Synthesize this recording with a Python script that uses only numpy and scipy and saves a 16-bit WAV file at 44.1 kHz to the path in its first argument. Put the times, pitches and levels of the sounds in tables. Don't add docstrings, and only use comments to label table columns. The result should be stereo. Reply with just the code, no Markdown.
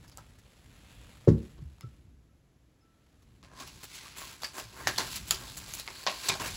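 import sys
import numpy as np
from scipy import signal
from scipy.fft import rfft, irfft
from scipy.io import wavfile
from scipy.ndimage import uniform_filter1d

SR = 44100
rng = np.random.default_rng(int(sys.argv[2]) if len(sys.argv) > 2 else 0)


def pcm_store(signal):
    levels = np.round(np.clip(np.atleast_2d(signal), -1, 1) * 32767)
    wavfile.write(sys.argv[1], SR, levels.astype(np.int16).T)


def linear_from_db(decibels):
    return 10 ** (np.asarray(decibels, float) / 20)


N = 289296
TIME = np.arange(N) / SR
HZ = np.fft.rfftfreq(N, 1 / SR) + 1
LEFT_RIGHT = np.array([[1], [-1]])

# (time [s], hiss level [dB])
REST = [(3.43, -67), (3.53, -73), (3.67, -56.5), (3.92, -55), (4.14, -57.5), (4.4, -62), (4.53, -59.5),
        (4.72, -55.5), (4.84, -51.5), (5.08, -44.5), (5.24, -51.5), (5.42, -51.5), (5.68, -48.5),
        (5.85, -52), (6, -49), (6.22, -46), (6.39, -49.5), (6.56, -44.5)]


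def unit(x):
    return x / np.sqrt(np.mean(x ** 2))


def on_log(points):
    hz, value = np.transpose(points)
    return np.interp(np.log(HZ), np.log(hz), value)


def curves(table):
    s, *columns = np.transpose(table)
    return [np.interp(TIME, s, column) for column in columns]


def band(x, lo_hz, hi_hz, order=2):
    limits = [lo_hz, min(hi_hz, .45 * SR)]
    return signal.sosfilt(signal.butter(order, limits, "band", fs=SR, output="sos"), x)


def colour(x, points):
    return unit(irfft(rfft(x) * linear_from_db(on_log(points)), N))


def walk(rate):
    hold = int(SR / rate)
    steps = np.repeat(rng.standard_normal(N // hold + 1), hold)
    return 1.3 * uniform_filter1d(steps, hold)[:N]


def wide_noise():
    # (pitch [Hz], share [0-1])
    alike = [(60, 0.99), (200, 0.8), (700, .1), (2400, .4), (5000, 0.3),
             (7200, .995), (17000, .995)]
    share = np.clip(on_log(alike), 0, 1)
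    mid, side = rfft(rng.standard_normal((2, N)))
    return irfft(mid * np.sqrt(1 + share) + side * np.sqrt(1 - share) * LEFT_RIGHT, N)


def grit(rate, spread_db, smear_ms):
    sizes = linear_from_db(spread_db * np.minimum(rng.exponential(size=N), 3))
    slips = (rng.random(N) < rate / SR) * sizes
    return unit(1 + signal.lfilter([1], [1, -np.exp(-1000 / (smear_ms * SR))], slips))


def fade(t, t60):
    return np.exp(-np.log(1000) * t / t60)


def add(out, s, piece):
    i = int(s * SR)
    out[..., i:i + piece.shape[-1]] += piece[..., :N - i]


def placed(x):
    # (time [s], left minus right [dB])
    hand_side = [
        (0.0, 11.5),
        (0.49, 12),
        (1.0, 8),
        (1.51, 11),
        (2.5, 0),
        (3.23, 5.5),
        (3.82, 1.5),
        (6.56, 3),
    ]
    lean = linear_from_db(curves(hand_side)[0] * LEFT_RIGHT / 2) - 1
    below_treble = np.clip((7000 - HZ) / 1500, 0, 1)
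    return x + lean * irfft(rfft(x) * below_treble, N)


def still_air():
    # (pitch [Hz], level per Hz [dB])
    air_tone = [(150, -28.5), (250, -1.5), (450, -6.5), (1110, -16), (1780, -17), (2680, -20.5),
                (7000, -25.5), (11000, -27), (14000, -32), (16500, -41.5)]
    return linear_from_db(-70.5) * colour(wide_noise(), air_tone)


def stirring():
    # (time [s], rumble level [dB])
    stir_level = [(0.0, -53.5), (0.51, -59), (0.8, -57), (1.5, -53.5), (1.94, -60.5), (2.85, -66),
                  (3.69, -56.5), (3.95, -60.5), (4.62, -56.5), (5.06, -49), (5.68, -55), (6.08, -58),
                  (6.36, -53.5), (6.56, -45)]
    # (pitch [Hz], level per Hz [dB])
    rumble_tone = [(12, -57.5), (20, -27.5), (37, -10), (60, -1), (86, -7), (118, -5), (195, -13),
                   (316, -17), (500, -40), (650, -72.5), (1100, -120)]
    level = linear_from_db(curves(stir_level)[0] + 1.6 * walk(6.5))
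    return level * colour(wide_noise(), rumble_tone)


def scraping():
    # (time [s], scrape level [dB])
    slide_level = [
        (0.0, -62.5),
        (0.43, -64.5),
        (0.96, -58),
        (1.45, -61.5),
        (1.6, -67),
        (1.95, -69),
        (2.4, -96),
        (3.05, -73.5),
        (3.42, -71.5),
    ]
    # (pitch [Hz], level per Hz [dB])
    scrape_tone = [(250, -28), (450, 3), (1000, -1.5), (1900, -2), (3000, -2.5), (4200, -4.5), (6000, -11),
                   (9000, -6), (13000, -15.5), (16000, -21)]
    scrape = colour(wide_noise() * grit(270, .6, 1.2), scrape_tone)
    return linear_from_db(curves(slide_level)[0] + 0.36 * walk(33)) * scrape * (TIME < 3.42)


def desk_bumps():
    # (time [s], peak level [dB], contact [ms])
    blows = [
        (1.2753, -7.5, 1.94),
        (1.2916, -18, 2.8),
        (1.305, -18.5, 4.5),
        (1.579, -47.5, 2.4),
        (1.833, -45.5, 2.2),
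        (6.288, -33, 1),
    ]
    # (pitch [Hz], level [dB], t60 [s], left minus right [dB])
    desk_notes = [(108, -4.5, .26, -0.5), (159.2, -7, .2, 0), (194, -13, .2, 0), (226.8, -10.5, .2, 1),
                  (285.3, -11.5, .13, 4), (319, -10, 0.19, -5), (367.3, -3, .13, 2), (407.7, -16, 0.18, -8),
                  (439.6, -8, .12, -7), (495, -11, .1, 0), (539, -5, .065, -8), (597, -9.5, .05, -6),
                  (739, -23, .1, 0)]
    out, t = np.zeros((2, N)), np.arange(int(.5 * SR)) / SR
    top = np.zeros((2, len(t)))
    for k, (hz, db, t60, lean_db) in enumerate(desk_notes):
        swing = (-1) ** k
        sides = linear_from_db(db + lean_db * LEFT_RIGHT / 2)
        top += swing * sides * np.sin(2 * np.pi * hz * t) * fade(t, t60)
    for s, db, ms in blows:
        push = np.hanning(max(int(ms * SR / 1000), 3))
        blow = signal.fftconvolve(top, push[None])
        add(out, s, linear_from_db(db + 4.0) * blow / np.abs(blow).max())
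    return out


def tones(table):
    out, t = np.zeros((2, N)), np.arange(int(.5 * SR)) / SR
    for s, db, hz, t60 in table:
        rise = 1 - np.exp(-t * hz / 0.87)
        add(out, s, linear_from_db(db) * np.sin(2 * np.pi * hz * t) * rise * fade(t, t60) * (1 - t / t[-1]))
    return out


def frame_thumps():
    # (time [s], peak level [dB], pitch [Hz], t60 [s])
    thumps = [(1.2742, -6, 451, .024), (1.278, -16, 134, 0.17), (1.293, -17, 70, 0.3),
              (1.58, -32.5, 60, 0.2), (1.62, -28, 132, 0.069), (1.647, -25.5, 71.4, 0.12),
              (1.837, -27, 124, .1), (1.867, -28, 79.5, 0.062), (4.65, -40, 108, 0.11),
              (4.859, -33.5, 121, .12), (5.15, -47, 203, 0.24), (6.409, -31.5, 109, 0.085),
              (6.29, -31, 385, .13), (5.335, -40, 375, .12), (3.61, -45.5, 260, .09),
              (6.075, -38.5, 210, 0.089)]
    return tones(thumps)


def bowl_ring():
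    # (time [s], level [dB], pitch [Hz], t60 [s])
    rings = [
        (1.288, -59, 5150, 0.16),
        (1.812, -54, 5200, 0.061),
        (1.831, -51.5, 1320, .13),
        (1.833, -60, 1370, .1),
        (2.291, -79, 1314, .3),
        (2.82, -74, 1330, 2.5),
        (2.81, -73, 5200, 0.2),
        (2.81, -77, 2610, 0.12),
    ]
    return tones(rings)


def bursts(table, rise_ms, ring, apart, crack):
    low, high = np.zeros((2, N)), np.zeros(N)
    t = np.arange(int(.2 * SR)) / SR
    for s, db, hz, wood_db, sheen_db, t60 in table:
        rise = 1 - np.exp(-t * 1000 / rise_ms)
        shape = rise * (fade(t, max(t60, .004)) + crack * fade(t, 0.002))
        near, far = rng.standard_normal((2, len(t))) * shape
        both = near + apart * band(far, 200, 6000, order=3) * LEFT_RIGHT
        reach_hz = np.interp(sheen_db, [-28, -12], [4800, 8000])
        sheet = band(both, 1080, reach_hz, order=3) + ring * band(both, .95 * hz, 1.05 * hz, order=1)
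        wood = band(both, 600, 1550)
        sheen = band(band(near, 6500, 17000, order=3), 5600, 10500, order=1)
        add(low, s, linear_from_db(db) * (sheet / np.abs(sheet).max() + linear_from_db(wood_db) * wood / np.abs(wood).max()))
        add(high, s, linear_from_db(db + sheen_db + 8.0) * sheen / np.abs(sheen).max())
    return placed(low) + high


def lasting(table, t60, t60_per_db):
    return [(*row, t60 - t60_per_db * row[1]) for row in table]


def snaps():
    # (time [s], peak level [dB], ring pitch [Hz], wood [dB], sheen [dB])
    snap_events = [(0.0974, -43, 1400, -9, -3), (0.1732, -36, 2170, -8, 1.5), (1.7844, -50, 940, -5, -11),
                   (1.8093, -38, 2080, -3.5, -6), (3.4288, -43, 1100, -15, -22),
                   (3.5167, -53.5, 1050, 11, -18), (4.2178, -39.5, 1030, 8, -19),
                   (4.4342, -19, 4560, -1, -38.5), (4.5824, -27.5, 1490, 2.5, -24),
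                   (4.872, -7, 1780, -6.5, -19.5), (4.9855, -16.5, 5900, -23, -14),
                   (5.0045, -27, 1100, 1, -30), (5.078, -34, 1400, -6, -30), (4.961, -26, 3320, -28, -12),
                   (4.9839, -13, 985, -41, -40), (5.3088, -3.5, 7100, -22, -15.5),
                   (5.5695, -44, 7420, -17, -11), (5.7375, -19, 6300, -21, -13.5),
                   (5.7555, -41, 2620, -12, -9), (5.877, -18, 2160, -7, -36),
                   (5.8844, -26.5, 1960, -2, -34), (6.0662, -11, 1610, -7, -40),
                   (6.0733, -12.5, 2010, -15, -27.5), (6.2858, -13.5, 4530, -11, -16),
                   (6.2892, -7, 7800, -17, -16), (6.3422, -25, 1200, 1, -30),
                   (6.3557, -27.5, 1300, -2, -30), (6.3996, -26.5, 1070, -21, -20)]
    cracks = lasting(snap_events, 0.028, -0.0018)
    return bursts(cracks, rise_ms=0.075, ring=3.8, apart=0.55, crack=3.03)


def scuffs():
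    # (time [s], peak level [dB], ring pitch [Hz], wood [dB], sheen [dB])
    shivers = [
        (0.0396, -51.5, 1600, -0.5, -11),
        (0.076, -49.5, 4840, -10, -10),
        (0.1144, -51.5, 4540, -4, -13),
        (0.178, -48, 1250, 4.5, -4.5),
        (0.3844, -56, 1980, -12, -5),
        (1.276, -42, 803, 10.5, -16.5),
        (1.285, -40, 1900, -12.5, -14),
        (1.5788, -61, 1070, 2, -36),
        (1.8144, -52, 1300, -16, -24),
        (3.2196, -61.5, 1190, -20, -8),
    ]
    # (time [s], peak level [dB], ring pitch [Hz], wood [dB], sheen [dB])
    scuff_events = [(3.5983, -34.5, 1090, -7, -13), (3.6707, -37.5, 2800, -6, -12),
                    (4.417, -34.5, 3520, -3.5, -9), (4.442, -24, 4590, -35, -38),
                    (4.5956, -31.5, 650, -14, -24), (4.8745, -17, 1830, -8.5, -10),
                    (4.8854, -26, 1660, -27, -23), (4.8944, -28, 1810, -14, -21),
                    (4.9783, -19, 4320, -30, -8), (4.9904, -21, 1056, -9, -16),
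                    (5.0024, -26, 1100, -15, -33), (5.156, -27, 4240, -21, -7),
                    (5.313, -24.5, 1280, -11, -7), (5.3409, -28, 4830, -15, -11),
                    (5.7938, -31.5, 4130, -13, -22), (6.0794, -17.5, 700, -8, -37),
                    (6.0944, -27, 694, -13, -32), (6.2946, -16, 2330, -6, -22), (6.3487, -32, 760, -2, -13),
                    (6.3985, -31.5, 1040, -1, -18), (6.069, -18, 1050, -11, -36),
                    (6.289, -18, 3550, -12, -22)]
    swells = lasting(shivers, .08, 0) + lasting(scuff_events, .006, .0019)
    return bursts(swells, rise_ms=3.4, ring=3.4, apart=.4, crack=0)


def bends():
    # (start time [s], length [s], pitch [Hz], level [dB])
    bend_events = [(0.698, .5, 2700, -70), (0.751, 0.4, 3400, -71), (3.51, .17, 1050, -58.5),
                   (3.887, 0.18, 2100, -59), (3.93, .08, 6600, -56), (3.93, .09, 3100, -60),
                   (4.03, .06, 1200, -57), (4.165, .11, 1070, -55), (4.163, 0.054, 7300, -51),
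                   (4.2, 0.17, 3300, -58), (4.551, 0.073, 1036, -51.5), (4.82, 0.063, 1850, -50.5),
                   (4.89, .08, 1800, -51), (4.96, .025, 3300, -44), (5.07, .09, 4200, -48.5),
                   (5.46, 0.056, 3700, -51), (5.569, .025, 7400, -46), (5.8, 0.073, 4380, -55),
                   (5.89, 0.2, 4400, -51), (6.06, 0.19, 4500, -50.5), (6.248, .035, 4400, -44),
                   (6.295, .045, 2350, -43), (6.401, .025, 1050, -45), (6.42, .04, 2700, -45),
                   (6.46, .05, 2350, -47), (3.21, .025, 1200, -75)]
    out, width = np.zeros((2, N)), .07
    for s, length, hz, db in bend_events:
        near, far = rng.standard_normal((2, int(length * SR)))
        both = band(near + .5 * far * LEFT_RIGHT, hz * (1 - width), hz * (1 + width))
        add(out, s, linear_from_db(db) * unit(both) * np.sqrt(np.hanning(len(near))))
    return placed(out)


def hollow(x):
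    # (pitch [Hz], width [Hz], level [dB])
    drawer_notes = [(381.6, 10, 5.5), (656, 28, -10.5), (914, 32, -0.5), (1045, 33, 5), (1596, 11, 6),
                    (1825, 33, -23)]
    ringing = sum(linear_from_db(db) * band(x, hz - wide / 2, hz + wide / 2, order=1) for hz, wide, db in drawer_notes)
    return unit(ringing + linear_from_db(-2.0) * band(x, 188, 2000))


def dragging(rest_db, steep, part, tilt=1):
    # (time of crest [s], hiss [dB], fall [s], hollow [dB], sheen [dB])
    strokes = [(3.53, -74.5, .14, 15.5, -10), (3.61, -49, 0.078, 0.5, -12.5), (3.843, -49, 0.024, -1, -2.5),
               (3.958, -47.5, .08, -14, -10), (4.059, -47.5, .1, -8, -16), (4.31, -52.5, 0.093, -5, -11),
               (4.587, -45.5, 0.078, 1.5, -4.5), (4.8, -55.5, .1, 11.5, -4), (5.128, -44, .04, -15.5, -4.5),
               (5.167, -39.5, 0.033, -17, -8), (5.285, -46.5, .03, -11, -2.5), (5.42, -59.5, 0.15, 10.5, 0),
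               (5.501, -47.5, 0.051, -7, -12), (5.58, -48.5, 0.028, -9, 2.5), (5.685, -52, 0.053, -1.5, -7),
               (5.745, -51, 0.039, -8, 5), (5.796, -41.5, 0.027, -11, -5.5), (6.268, -39, 0.073, -4.5, -11),
               (6.468, -38, 0.066, -3.5, -10)]
    # (time of crest [s], hiss [dB], fall [s], hollow [dB], sheen [dB])
    tugs = [
        (3.437, -59, 0.057, 2.5, -24),
        (4.18, -47, 0.23, -5.5, -6),
        (4.445, -43.5, .06, -7.5, -10),
        (4.885, -43.5, .06, 7.5, -8),
        (4.999, -37.5, 0.066, 4, -12),
        (5.325, -38.5, 0.057, -8.5, -8),
        (5.89, -48, 0.063, 0.5, -18.5),
        (6.1, -42, .09, -0.5, -20),
        (6.31, -34.5, 0.061, -1, -24),
        (6.41, -41, 0.094, 4.5, -10),
    ]
    middle_db, drop_db = -52.5, 12
    roundness = 1.52
    t = np.arange(0, N / SR + .002, .001)
    weight_db = np.interp(t, *np.transpose(REST)) - middle_db
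    power = linear_from_db(2 * (middle_db + rest_db + tilt * weight_db))
    drags = [(.8 * row[2], row) for row in strokes] + [(.026, row) for row in tugs]
    for rise_s, (s, db, fall_s, *parts_db) in drags:
        away = np.where(t < s, (s - t) / rise_s, (t - s) / fall_s)
        loss_db = steep * drop_db * np.minimum(away, 8) ** roundness
        power = power + linear_from_db(2 * (db + [0, *parts_db][part] - loss_db))
    return np.interp(TIME, t, np.sqrt(power))


def leafing():
    # (pitch [Hz], level per Hz [dB])
    paper_tone = [(710, -10), (1200, -8), (1730, -5.5), (2110, -2.5), (2570, -1.5), (4310, -0.5),
                  (6080, -4.5), (7330, -11.5), (8500, -6), (11000, -12), (18700, -120)]
    # (pitch [Hz], level per Hz [dB])
    sheen_tone = [(5800, -20.5), (7200, -5.5), (8500, -8), (11000, -7.5), (15500, -9.5), (17000, -33)]
    slips = wide_noise() * grit(1500, .5, .6)
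    paper = colour(slips, paper_tone)
    hiss = np.zeros((2, N))
    for hz in (1000, 1800, 3200, 5800):
        hiss += linear_from_db(1.4 * walk(10)) * band(paper, hz, 1.8 * hz, order=1)
    low = unit(hiss) * dragging(0, 1, part=0)
    low = low + hollow(slips) * dragging(-7.5, 1.6, part=1) * linear_from_db(0.47 * walk(12))
    high = colour(slips, sheen_tone) * dragging(-11.5, 1.8, part=2, tilt=1.28) * linear_from_db(5.0)
    return (placed(low) + high) * (TIME > REST[0][0])


def room(x):
    echoes = wide_noise() * fade(TIME, .3) * (TIME > .004)
    echoes = echoes / np.sqrt(np.mean(np.sum(echoes ** 2, axis=1)))
    # (pitch [Hz], level [dB])
    walls = [(100, -6.0), (300, -1.5), (560, -5), (900, -1.0), (5000, -5.0), (16000, -25.5)]
    return linear_from_db(-4.5) * irfft(rfft(echoes) * linear_from_db(on_log(walls)) * rfft(x.mean(axis=0)), N)


def scene():
    desk = band(desk_bumps() + frame_thumps() + bowl_ring(), 55, 8926)
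    hits = snaps() + scuffs() + desk * linear_from_db(.3 * LEFT_RIGHT)
    background = still_air() + stirring() + scraping()
    return hits + room(hits) + leafing() + bends() + background


def top_cut(x):
    return signal.sosfilt(signal.butter(12, 16990, fs=SR, output="sos"), x)


def record(dry):
    turn = np.exp(-1j * np.pi * np.maximum(HZ - 6920, 0) / 4280)
    top_db = -30 * np.clip((HZ - 15800) / 300, 0, 1) - 35 * np.clip((HZ - 16700) / 300, 0, 1)
    ports = irfft(rfft(dry) * linear_from_db(top_db) * np.array([turn, turn.conj()]), N)
    return top_cut(ports)


dry = scene()
out = record(dry)
pcm_store(out)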